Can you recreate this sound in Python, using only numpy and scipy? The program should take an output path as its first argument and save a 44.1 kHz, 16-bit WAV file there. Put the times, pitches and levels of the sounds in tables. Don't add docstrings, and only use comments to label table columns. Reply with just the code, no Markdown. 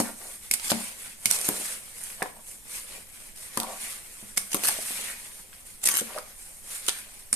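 import sys
import numpy as np
from scipy import signal
from scipy.fft import rfft, irfft
from scipy.io import wavfile
from scipy.ndimage import uniform_filter1d, map_coordinates

SR = 44100
rng = np.random.default_rng(int(sys.argv[2]) if len(sys.argv) > 2 else 0)


def inscribe(sig):
    pcm = np.round(np.clip(np.atleast_2d(sig).T, -1, 1) * 32767)
    wavfile.write(sys.argv[1], SR, pcm.astype(np.int16))


N = 324425
TIME = np.arange(N) / SR
LEFT_RIGHT = np.array([[1], [-1]])

# start t/s, end t/s, start level/dB, end level/dB
SPOON_DRAGS = [(0.0, 0.05, -23.5, -53), (0.531, 0.549, -29, -22), (0.544, 0.597, -46, -54),
               (0.632, 0.713, -36.5, -24.5), (1.262, 1.301, -44, -38), (1.302, 1.366, -26.5, -26.5),
               (1.444, 1.49, -29, -30), (3.355, 3.386, -46, -42), (4.362, 4.374, -42, -24.5),
               (4.374, 4.423, -47, -41.5), (4.506, 4.535, -39, -30), (4.533, 4.573, -28, -36),
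               (4.633, 4.697, -27.5, -21), (4.7, 4.744, -28, -39), (5.813, 5.837, -52, -34),
               (5.836, 5.842, -31, -27), (5.839, 5.862, -35, -30), (5.855, 5.876, -29.5, -14.5),
               (5.882, 5.932, -28, -30), (5.933, 5.973, -33, -24.5), (5.976, 6, -23, -25),
               (5.998, 6.012, -31, -29), (6.854, 6.894, -53, -24), (7.328, 7.367, -28, -37)]
# f/Hz, time to fall 60 dB t/s
SINGING_MODES = [(1770, 0.017), (2200, 0.039)]
# start t/s, end t/s, fine sugar level/dB, fruit and coarse sugar level/dB
HEAP_SLIDES = [(0.0, -0.006, -33, -41.5), (0.198, 0.343, -43, -52.5), (0.432, 0.475, -46, -54),
               (0.64, 0.87, -39, -43), (1.003, 1.07, -43.5, -48.5), (1.304, 1.665, -34.5, -42),
               (1.666, 1.709, -36, -42), (1.86, 1.898, -46.5, -51.5), (1.986, 2.116, -42, -49.5),
               (2.205, 2.235, -46, -49.5), (2.484, 2.522, -43.5, -55), (2.744, 2.76, -37, -43.5),
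               (2.89, 2.968, -45, -49), (3.155, 3.285, -48, -54.5), (3.43, 3.46, -43, -49.5),
               (3.55, 3.78, -44.5, -48), (3.817, 3.922, -39.5, -44), (4.047, 4.306, -47, -54.5),
               (4.413, 4.64, -45, -54.5), (4.622, 5.023, -36.5, -42), (5.026, 5.09, -38, -41.5),
               (5.186, 5.274, -44.5, -50.5), (5.324, 5.398, -46.5, -54), (5.544, 5.543, -59, -55.5),
               (5.673, 5.705, -46.5, -54.5), (5.91, 6.175, -45.5, -47.5), (6.24, 6.29, -49, -54),
               (6.397, 6.484, -46, -55.5), (6.55, 6.615, -49.5, -60), (6.717, 6.753, -37, -45.5),
               (6.853, 6.98, -42, -46), (7.09, 7.18, -50, -55), (7.192, 7.227, -50.5, -56)]
# t/s, deep ring level/dB, ring centre f/Hz,
# wall clack level/dB, clack centre f/Hz, clack width (share of its centre)
BOWL_KNOCKS = [(0.001, -11.5, 290, -8.5, 640, 0.45), (0.509, -36, 230, -46, 950, 0.33),
               (0.7168, -14.5, 248, -10, 750, 0.35), (0.752, -27, 229, -41, 800, .5),
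               (0.805, -33.5, 240, -29, 790, .3), (1.257, -24.5, 158, -30, 1500, 0.18),
               (1.4879, -16, 330, -15, 700, 0.62), (1.599, -34, 326, -43, 480, 0.4),
               (2.2205, -23, 1700, -14.5, 1830, 0.22), (2.221, -22, 530, -15.5, 640, 0.41),
               (2.2265, -28.5, 360, -22, 620, .5), (2.258, -37, 400, -24, 800, .45),
               (3.572, -23, 236, -14, 1070, 0.16), (3.574, -19.5, 318, -23, 1650, 0.14),
               (3.6, -30, 256, -28, 940, 0.26), (3.615, -34, 256, -23, 900, 0.22),
               (3.632, -44, 300, -28, 960, 0.19), (3.638, -33, 500, -22.5, 920, 0.12),
               (3.689, -34.5, 650, -28.5, 675, .15), (3.733, -40, 243, -31, 800, .25),
               (4.227, -31.5, 164, -41, 730, 0.39), (4.372, -33, 201, -37, 794, 0.4),
               (4.545, -17.5, 345, -18.5, 1180, 0.15), (4.646, -52, 300, -20.5, 1350, 0.13),
               (4.686, -38, 300, -18.5, 865, 0.13), (4.786, -33.5, 318, -23.5, 585, 0.35),
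               (4.906, -35.5, 300, -33, 803, 0.66), (4.989, -39, 267, -30, 700, 0.49),
               (5.529, -68, 297, -36.5, 1979, 0.55), (5.887, -37, 200, -21, 1540, 0.35),
               (5.94, -37, 300, -21.5, 1400, 0.27), (6.0135, -26, 251, -21.5, 460, 0.15),
               (6.161, -37.5, 560, -26, 557, 0.23), (6.176, -38, 553, -20.5, 1160, 0.25),
               (6.1827, -33, 550, -24, 1240, 0.21), (6.884, -30.5, 860, -20, 1420, 0.32),
               (7.329, -29.5, 260, -22.5, 1510, 0.38)]
# f/Hz, level/dB, time to fall 60 dB t/s
BOWL_MODES = [(122, 0, 0.21), (154, -6, 0.083), (202.5, -5, 0.39), (227.5, -1, 0.22), (300, 1, 0.086),
              (345, -3, 0.073), (416, -2.5, 0.14), (519, 1.5, 0.1), (612, -5, 0.1), (743, 1.5, 0.098),
              (960, 1.5, 0.11), (1090, 3.5, 0.082), (1735, 0, 0.072)]
# start t/s, end t/s, level/dB, wall centre f/Hz, width (share of centre)
BERRY_TUMBLES = [(0.05, 0.113, -36.5, 890, 0.95), (0.723, 0.793, -45, 680, 0.43), (0.21, 0.3, -46, 536, 1),
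                 (1.35, 1.46, -42.5, 594, 0.53), (1.5, 1.616, -42.5, 540, 0.52),
                 (2.211, 2.223, -35.5, 810, .3), (2.258, 2.25, -42, 930, .55),
                 (2.356, 2.393, -47.5, 766, 0.32), (2.91, 2.987, -49.5, 496, 1),
                 (3.593, 3.66, -35.5, 920, 0.37), (3.673, 3.698, -38.5, 714, 0.27),
                 (3.705, 3.754, -40, 834, 0.56), (4.545, 4.772, -42.5, 680, 0.62),
                 (5.048, 5.14, -40, 2000, 0.28), (5.883, 5.967, -36.5, 1410, 0.52),
                 (6.093, 6.173, -41, 840, 0.86), (6.163, 6.18, -33, 610, 0.24)]
# t/s, level/dB, left over right level/dB, extra low level/dB, extra top level/dB
CRYSTAL_CRACKS = [(0.5115, -11.5, -1.5, 0, -2), (0.5342, -27, -3, -5, 2), (0.5372, -12, -5, -1, -3),
                  (0.5424, -26, -10, 6, -4), (0.5964, -31, -5.0, 17, -4.0), (0.7016, -20.5, -8, 18, -5),
                  (0.706, -19, -11, 0.5, -8), (0.7171, -19, 11, 16, -2), (1.2564, -9.0, -4, 3, 0),
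                  (1.311, -11, -8.5, 0.5, -4), (1.3875, -24, 0, 5, -6), (1.4126, -23, -4, 2, -3.0),
                  (1.4876, -11.5, -2, 4, 7), (2.0365, -29, -13, -16, -6), (2.2251, -23.5, 2, 6, 0),
                  (3.5731, -17, 2, 2, -1), (3.5998, -18.5, -3, 5, 0.5), (3.6316, -26.5, -5, 1, -1.0),
                  (4.3732, -15.5, -4, 2.5, -5), (4.3771, -12, -1, 2.5, -2), (4.53, -22.5, -1.0, 6, -2.0),
                  (4.5441, -13, 2, 6, 8), (4.6359, -18, 4, 13, 9), (4.6475, -19.5, -2, 13, 6),
                  (4.6705, -17, 3, -5, 8), (4.678, -19, -4.0, -2, -2.0), (4.6826, -16, 3, 7, 5),
                  (4.6868, -17, -4, -8, 3), (5.8385, -21.0, -4, -11, -1.0), (5.8535, -18, -3, -3, -2),
                  (5.8574, -11.5, -3.0, -10, -5), (5.862, -15.5, 0, -6, -9.0), (5.8726, -19, 0, -1, -2),
                  (5.8869, -13.5, 12, 3, 4), (5.8927, -20, -6, 0, -1), (5.9135, -23, 3, 1, 0),
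                  (5.9205, -21.5, -2, -3, 2), (5.9285, -31, 6, 0, 4), (5.9395, -20, -2.0, -5, -6),
                  (5.953, -24, 5, 4, 3.0), (5.9699, -18, 13, 4.5, 6), (5.9768, -17, 7, -11, 10),
                  (6.0068, -26, 2, -5, 2), (6.1846, -29.5, -3, 9, -3), (6.8645, -27, -2, 4, -2),
                  (6.8815, -18, -5, 1, -4), (6.8848, -15, -1, 14.5, -5), (6.8924, -16.5, -1, 7, -12.0),
                  (7.3282, -10.5, -3, -9, -15), (7.3382, -18, -5, -9, -8)]
# t/s, level/dB
SPOON_CLINKS = [(0.5115, -19), (1.257, -18.5), (4.376, -23), (5.887, -25), (6.886, -47), (7.329, -30)]
# f/Hz, level/dB, time to fall 60 dB t/s
SPOON_MODES = [(2200, 2.5, 0.024), (2550, -2, 0.014), (4600, -15, 0.01), (5270, -16, 0.02)]
# t/s, f/Hz, level/dB, time to fall 60 dB t/s
LIFTED_SPOON = (6.886, 1770, -49, 0.45)
# f/Hz, level/dB per Hz
GRIT_COLOUR = [(100, -19), (300, -12), (1000, -12.5), (2200, -7), (3300, -8.5), (5000, -6), (7000, -2.5),
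               (8800, 1.5), (11000, 0), (13000, -10.5), (15000, -8)]
# f/Hz, level/dB per Hz
HISS_COLOUR = [(2500, -32.5), (5000, -18), (7000, -10.5), (8000, -5.5), (8900, -1.5), (10000, -3),
               (11500, -8.5), (13000, -14), (14500, -20)]
# f/Hz, level/dB per Hz
RUSTLE_COLOUR = [(400, -19.5), (1000, -3), (1600, 0), (2150, 3.5), (3000, -1), (4500, -2.5), (6500, -6),
                 (10000, -9)]
# f/Hz, level/dB per Hz
BERRY_COLOUR = [(90, -54), (160, -1), (220, 13.5), (270, -1), (520, 9), (900, 3.5), (1400, -11),
                (2500, -7.5), (6000, -28)]
# f/Hz, level/dB per Hz
CRUSH_COLOUR = [(150, -28), (500, -13.5), (1000, -16), (2200, -13), (3400, -9.5), (5000, -6.5),
                (7000, -3.5), (8800, 5.5), (11000, 2.5), (13000, -5.5), (15000, -4)]
# f/Hz, level/dB per Hz
ROOM_COLOUR = [(20, 9.5), (50, -1), (80, -3.5), (130, -6.5), (220, -9), (400, -16), (1000, -27.5),
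               (3000, -52), (14000, -14.5)]
# f/Hz, likeness (no unit; limited when used)
STEREO_LIKENESS = [(30, 0.5), (70, -0.5), (130, 1.2), (300, 0.56), (650, 0.8), (1200, 0.03), (3000, -0.08),
                   (6000, 0), (7500, 0.85), (10000, 1.4), (14000, 0.8)]
# f/Hz, left over right level/dB
STEREO_BALANCE = [(100, -1.5), (210, 1), (350, 3), (900, -0.5), (2500, 2), (4200, 0), (7000, -1.5),
                  (9500, -4.5), (11500, 9.5), (14000, 0.5)]

SLIDE_RISE_DB_PER_S, SLIDE_FALL_DB_PER_S = 140, 96.5
CREEP_SUGAR_DB, CREEP_FRUIT_DB = -52.5, -60
ROLL_DB, ROLL_FOLLOWS = -61, 0.52
TICKS_PER_S = 110
TUMBLE_RISE_DB_PER_S, TUMBLE_FALL_DB_PER_S = 900, 450
KITCHEN_T60_S, KITCHEN_DB, KITCHEN_TREBLE_DB = 0.36, -8.5, -3
ROOM_TONE_DB = -53
CUTOFF_HZ = 14200


def from_db(db):
    return 10 ** (np.asarray(db) / 20)


def rms_one(x):
    return x / np.sqrt(np.mean(x ** 2) + 1e-20)


def at_hz(points, hz):
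    known_hz, values = np.transpose(points)
    return np.interp(np.log(hz + 1), np.log(known_hz), values)


def causal(gain, size):
    cepstrum = irfft(np.log(gain + 1e-9))
    cepstrum[1:size // 2] *= 2
    cepstrum[size // 2 + 1:] = 0
    return irfft(np.exp(rfft(cepstrum)))


def radiate(pair, spectrum, likeness_share=1, size=4096):
    hz = np.linspace(0, SR / 2, size // 2 + 1)
    gain = rms_one(from_db(at_hz(spectrum, hz)))
    alike = np.clip(likeness_share * at_hz(STEREO_LIKENESS, hz), -.98, .98)
    side_gain = gain * np.sqrt((1 - alike) / (1 + alike))
    mid = signal.oaconvolve(pair[0], causal(gain, size))[:N]
    side = signal.oaconvolve(pair[1], causal(side_gain, size))[:N]
    lean_db = at_hz(STEREO_BALANCE, hz) / 2
    channels = []
    for sign in (1, -1):
        balance = causal(from_db(sign * lean_db), size)
        channels.append(signal.oaconvolve(mid + sign * side, balance)[:N])
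    return np.array(channels)


def drift(rate):
    knots = rng.standard_normal(N // 8)
    return np.interp(TIME * rate, np.arange(len(knots)), knots)


def grains(per_s, spread_db):
    sizes = from_db(spread_db * np.minimum(rng.exponential(1, N), 4))
    hits = rng.random(N) < per_s / SR
    return rms_one(hits * sizes * rng.standard_normal((2, N)))


def patchy(pair, depth_db, width_hz, hold_s, size=512):
    hz, s, spectra = signal.stft(pair, SR, nperseg=size)
    knots = rng.standard_normal((140, 320))
    places = np.meshgrid(hz / width_hz, s / hold_s, indexing="ij")
    gain = from_db(depth_db * map_coordinates(knots, places, order=1, mode="wrap"))
    return signal.istft(spectra * rms_one(gain), SR, nperseg=size)[1][:, :N]


def clicks(times, sizes):
    return np.bincount(np.clip(np.round(times * SR).astype(int), 0, N - 1), sizes, N)


def ring(force, hz, t60):
    shrink, step = np.exp(-np.log(1000) / (t60 * SR)), 2 * np.pi * hz / SR
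    feedback = [1, -2 * shrink * np.cos(step), shrink * shrink]
    return signal.lfilter([0, np.sin(step)], feedback, force + 1e-18)


def burst(noise, envelope):
    shaped = noise[:, :len(envelope)] * envelope
    return shaped * np.sqrt(np.sum(envelope ** 2) / np.sum(shaped ** 2, axis=1, keepdims=True))


def swell(start, end, rise_db_per_s, fall_db_per_s):
    rise, fall = rise_db_per_s * (TIME - start), fall_db_per_s * (end - TIME)
    return np.clip(np.minimum(rise, fall), -120, 0)


def band_around(hz, width):
    return signal.butter(2, [hz / (1 + width), hz * (1 + width)], "band", fs=SR, output="sos")


def without_bass(x, low_hz):
    return signal.sosfilt(signal.butter(2, low_hz, "high", fs=SR, output="sos"), x)


def room_tone():
    return from_db(ROOM_TONE_DB) * radiate(rng.standard_normal((2, N)), ROOM_COLOUR)


def sing(force):
    return rms_one(sum(ring(force, hz, t60) for hz, t60 in SINGING_MODES))


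def scrapes(level_db, sing_db, likeness_share):
    pressure = np.zeros(N)
    for start, end, start_db, end_db in SPOON_DRAGS:
        span = (TIME >= start) & (TIME < end)
        pressure[span] += from_db(np.interp(TIME[span], [start, end], [start_db, end_db]))
    force = uniform_filter1d(pressure, size=130) * rms_one(from_db(2.5 * drift(230)))
    grinding = force * patchy(grains(per_s=6000, spread_db=2.0), depth_db=5, width_hz=240, hold_s=.04)
    singing = from_db(sing_db) * grinding.std() * sing(grinding)
    return radiate(from_db(level_db) * grinding, GRIT_COLOUR, likeness_share) + singing


def sliding():
    sugar_db, fruit_db = CREEP_SUGAR_DB, CREEP_FRUIT_DB
    for start, end, sugar_hold_db, fruit_hold_db in HEAP_SLIDES:
        shape = swell(start, end, SLIDE_RISE_DB_PER_S, SLIDE_FALL_DB_PER_S)
        sugar_db = np.maximum(sugar_db, sugar_hold_db + shape)
        fruit_db = np.maximum(fruit_db, fruit_hold_db + shape)
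    return sugar_db, fruit_db


def sugar(fine_db, coarse_db, hiss_db, rustle_db, flutter_db):
    spills_db = flutter_db * drift(70)
    fine_grains = patchy(grains(per_s=24000, spread_db=1.5), depth_db=3, width_hz=250, hold_s=.03)
    coarse_grains = patchy(grains(per_s=9000, spread_db=1.9), depth_db=3.5, width_hz=170, hold_s=.025)
    hiss = radiate(from_db(fine_db + hiss_db + spills_db) * fine_grains, HISS_COLOUR)
    rustle = radiate(from_db(coarse_db + rustle_db + spills_db) * coarse_grains, RUSTLE_COLOUR)
    return hiss + rustle


def ticks(sugar_db, level_db, cycles):
    snaps = rng.random(N) < TICKS_PER_S * from_db((sugar_db - sugar_db.max()) / 2) / SR
    snap_db = sugar_db + level_db + rng.uniform(-8, 0, N)
    sizes = snaps * from_db(snap_db) * rng.uniform(-1, 1, (2, N))
    pitches = np.geomspace(1800, 11000, num=16)
    dealt = rng.integers(0, len(pitches), N)
    return sum(ring(sizes * (dealt == k), hz, cycles / hz) for k, hz in enumerate(pitches))


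def berries(fruit_db):
    level_db = ROLL_DB + ROLL_FOLLOWS * (fruit_db - fruit_db.mean())
    patter = patchy(grains(per_s=2000, spread_db=1.5), depth_db=4, width_hz=160, hold_s=.035)
    return radiate(from_db(level_db) * patter, BERRY_COLOUR)


def bowl_ring(level_db, octave_db, detune, low_hz):
    hz, mode_db, t60 = np.transpose(BOWL_MODES)
    age, out = TIME[:SR // 3], np.zeros((2, 2 * N))
    sides = from_db(at_hz(STEREO_BALANCE, hz) * LEFT_RIGHT / 2)
    for s, deep_db, centre_hz, *_ in BOWL_KNOCKS:
        loaded_hz = hz * (1 + detune * rng.uniform(-1.27, 1, len(hz)))
        fading = np.exp(-np.log(1000) * age / t60[:, None])
        modes = np.sin(2 * np.pi * loaded_hz[:, None] * age) * fading
        octaves_away = np.abs(np.log2(hz / centre_hz))
        strengths = from_db(deep_db + level_db + mode_db + octave_db * octaves_away)
        first = max(round(s * SR), 0)
        out[:, first:first + len(age)] += (sides * strengths) @ modes
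    return without_bass(out[:, :N], low_hz)


def wall_clacks(level_db, decay_s, push, side_db):
    wall, age = np.zeros((2, 2 * N)), TIME[:SR // 10]
    dying = np.exp(-age / decay_s)
    for start, _, _, clack_db, hz, width in BOWL_KNOCKS:
        force = rng.standard_normal((2, len(age))) * dying
        force[0, 0] += push
        rattle = signal.sosfilt(band_around(hz, width), force)
        clack = rms_one(rattle) * np.sqrt(np.mean(dying ** 2))
        first = max(round(start * SR), 0)
        wall[:, first:first + len(age)] += from_db(clack_db + level_db) * clack
    mid, side = wall[:, :N]
    return mid + from_db(side_db) * side * LEFT_RIGHT


def tumbles(level_db, side_db, wall_t60):
    thumps = grains(per_s=450, spread_db=1.0)
    wall_hz = np.geomspace(200, 2400, num=26) * rng.uniform(.96, 1.04, 26)
    patter = sum((-1) ** k * ring(thumps, hz, wall_t60) for k, hz in enumerate(wall_hz))
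    out = np.zeros((2, N))
    for start, end, db, hz, width in BERRY_TUMBLES:
        span = slice(max(round(start * SR) - SR // 10, 0), round(end * SR) + SR // 5)
        shape = swell(start, end, TUMBLE_RISE_DB_PER_S, TUMBLE_FALL_DB_PER_S)[span]
        hollow = signal.sosfilt(band_around(hz, width), patter[:, span])
        out[:, span] += burst(hollow, from_db(db + level_db + shape))
    mid, side = out
    return mid + from_db(side_db) * side * LEFT_RIGHT


def cracks(level_db, rise_s, scatter_db, scatter_s):
    age, out = TIME[:SR // 16], np.zeros((2, 2 * N))
    snap = (age / rise_s) ** 2 * np.exp(2 - 2 * age / rise_s)
    scatter = from_db(scatter_db) * np.exp(-age / scatter_s) * np.minimum(age / rise_s, 1)
    crush = patchy(grains(per_s=20000, spread_db=1.5), depth_db=3, width_hz=450, hold_s=.03)
    splinters = radiate(crush, CRUSH_COLOUR, likeness_share=.7)
    hz = np.linspace(0, SR / 2, len(age) // 2 + 1)
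    low, top = np.interp(hz, [4000, 7500], [1, 0]), np.interp(hz, [9500, 12000], [0, 1])
    for k, (s, peak_db, pan_db, low_db, top_db) in enumerate(CRYSTAL_CRACKS):
        first = round(s * SR)
        own = slice(k * len(age), (k + 1) * len(age))
        noise = irfft(rfft(splinters[:, own]) * from_db(low_db * low + top_db * top), len(age))
        gain = from_db(peak_db + level_db + pan_db * LEFT_RIGHT / 2)
        out[:, first:first + len(age)] += gain * burst(noise, snap + scatter)
    return out[:, :N]


def spoon_ring(lag_s, low_hz):
    s, level_db = np.transpose(SPOON_CLINKS)
    jolts = np.array([clicks(s + delay, from_db(level_db)) for delay in (lag_s, 0)])
    rings = sum((-1) ** k * from_db(mode_db) * ring(jolts, hz, t60)
                for k, (hz, mode_db, t60) in enumerate(SPOON_MODES))
    return without_bass(rings, low_hz)


def free_ring():
    s, hz, db, t60 = LIFTED_SPOON
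    return ring(clicks(np.array([s]), from_db([db])), hz, t60)


def kitchen(x, wall_hz, gap_s):
    age = TIME[:SR * 2 // 3]
    fading = from_db(-60 * age / KITCHEN_T60_S) * (age > gap_s)
    tail = rms_one(rng.standard_normal((2, len(age))) * fading) / np.sqrt(len(age))
    dull = signal.sosfilt(signal.butter(1, wall_hz, fs=SR, output="sos"), tail)
    echo = dull + from_db(KITCHEN_TREBLE_DB) * (tail - dull)
    return from_db(KITCHEN_DB) * signal.fftconvolve(x, echo, axes=1)[:, :N]


def scene():
    spoon = scrapes(level_db=-1.5, sing_db=-22, likeness_share=0.46)
    spoon = spoon + cracks(level_db=-2.0, rise_s=0.0012, scatter_db=-10.5, scatter_s=0.014)
    spoon = spoon + spoon_ring(lag_s=0.000073, low_hz=1600) + free_ring()
    bowl = bowl_ring(level_db=-8.5, octave_db=-15, detune=0.039, low_hz=153)
    bowl = bowl + wall_clacks(level_db=-10.0, decay_s=0.0059, push=3.4, side_db=-5.5)
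    sugar_db, fruit_db = sliding()
    fruit = berries(fruit_db) + tumbles(level_db=-6.5, side_db=-19.0, wall_t60=0.06)
    crystals = sugar(sugar_db, fruit_db, hiss_db=1.0, rustle_db=-0.2, flutter_db=1.0)
    crystals = crystals + ticks(sugar_db, level_db=11.5, cycles=11)
    near = spoon + bowl + fruit + crystals
    room = kitchen(near + from_db(-24) * bowl, wall_hz=2000, gap_s=0.0051)
    return near + room + room_tone()


def record(dry):
    steep = signal.ellip(10, .2, 80, CUTOFF_HZ, fs=SR, output="sos")
    return signal.sosfilt(steep, np.clip(dry, -1, 1))


dry = scene()
out = record(dry)
inscribe(out)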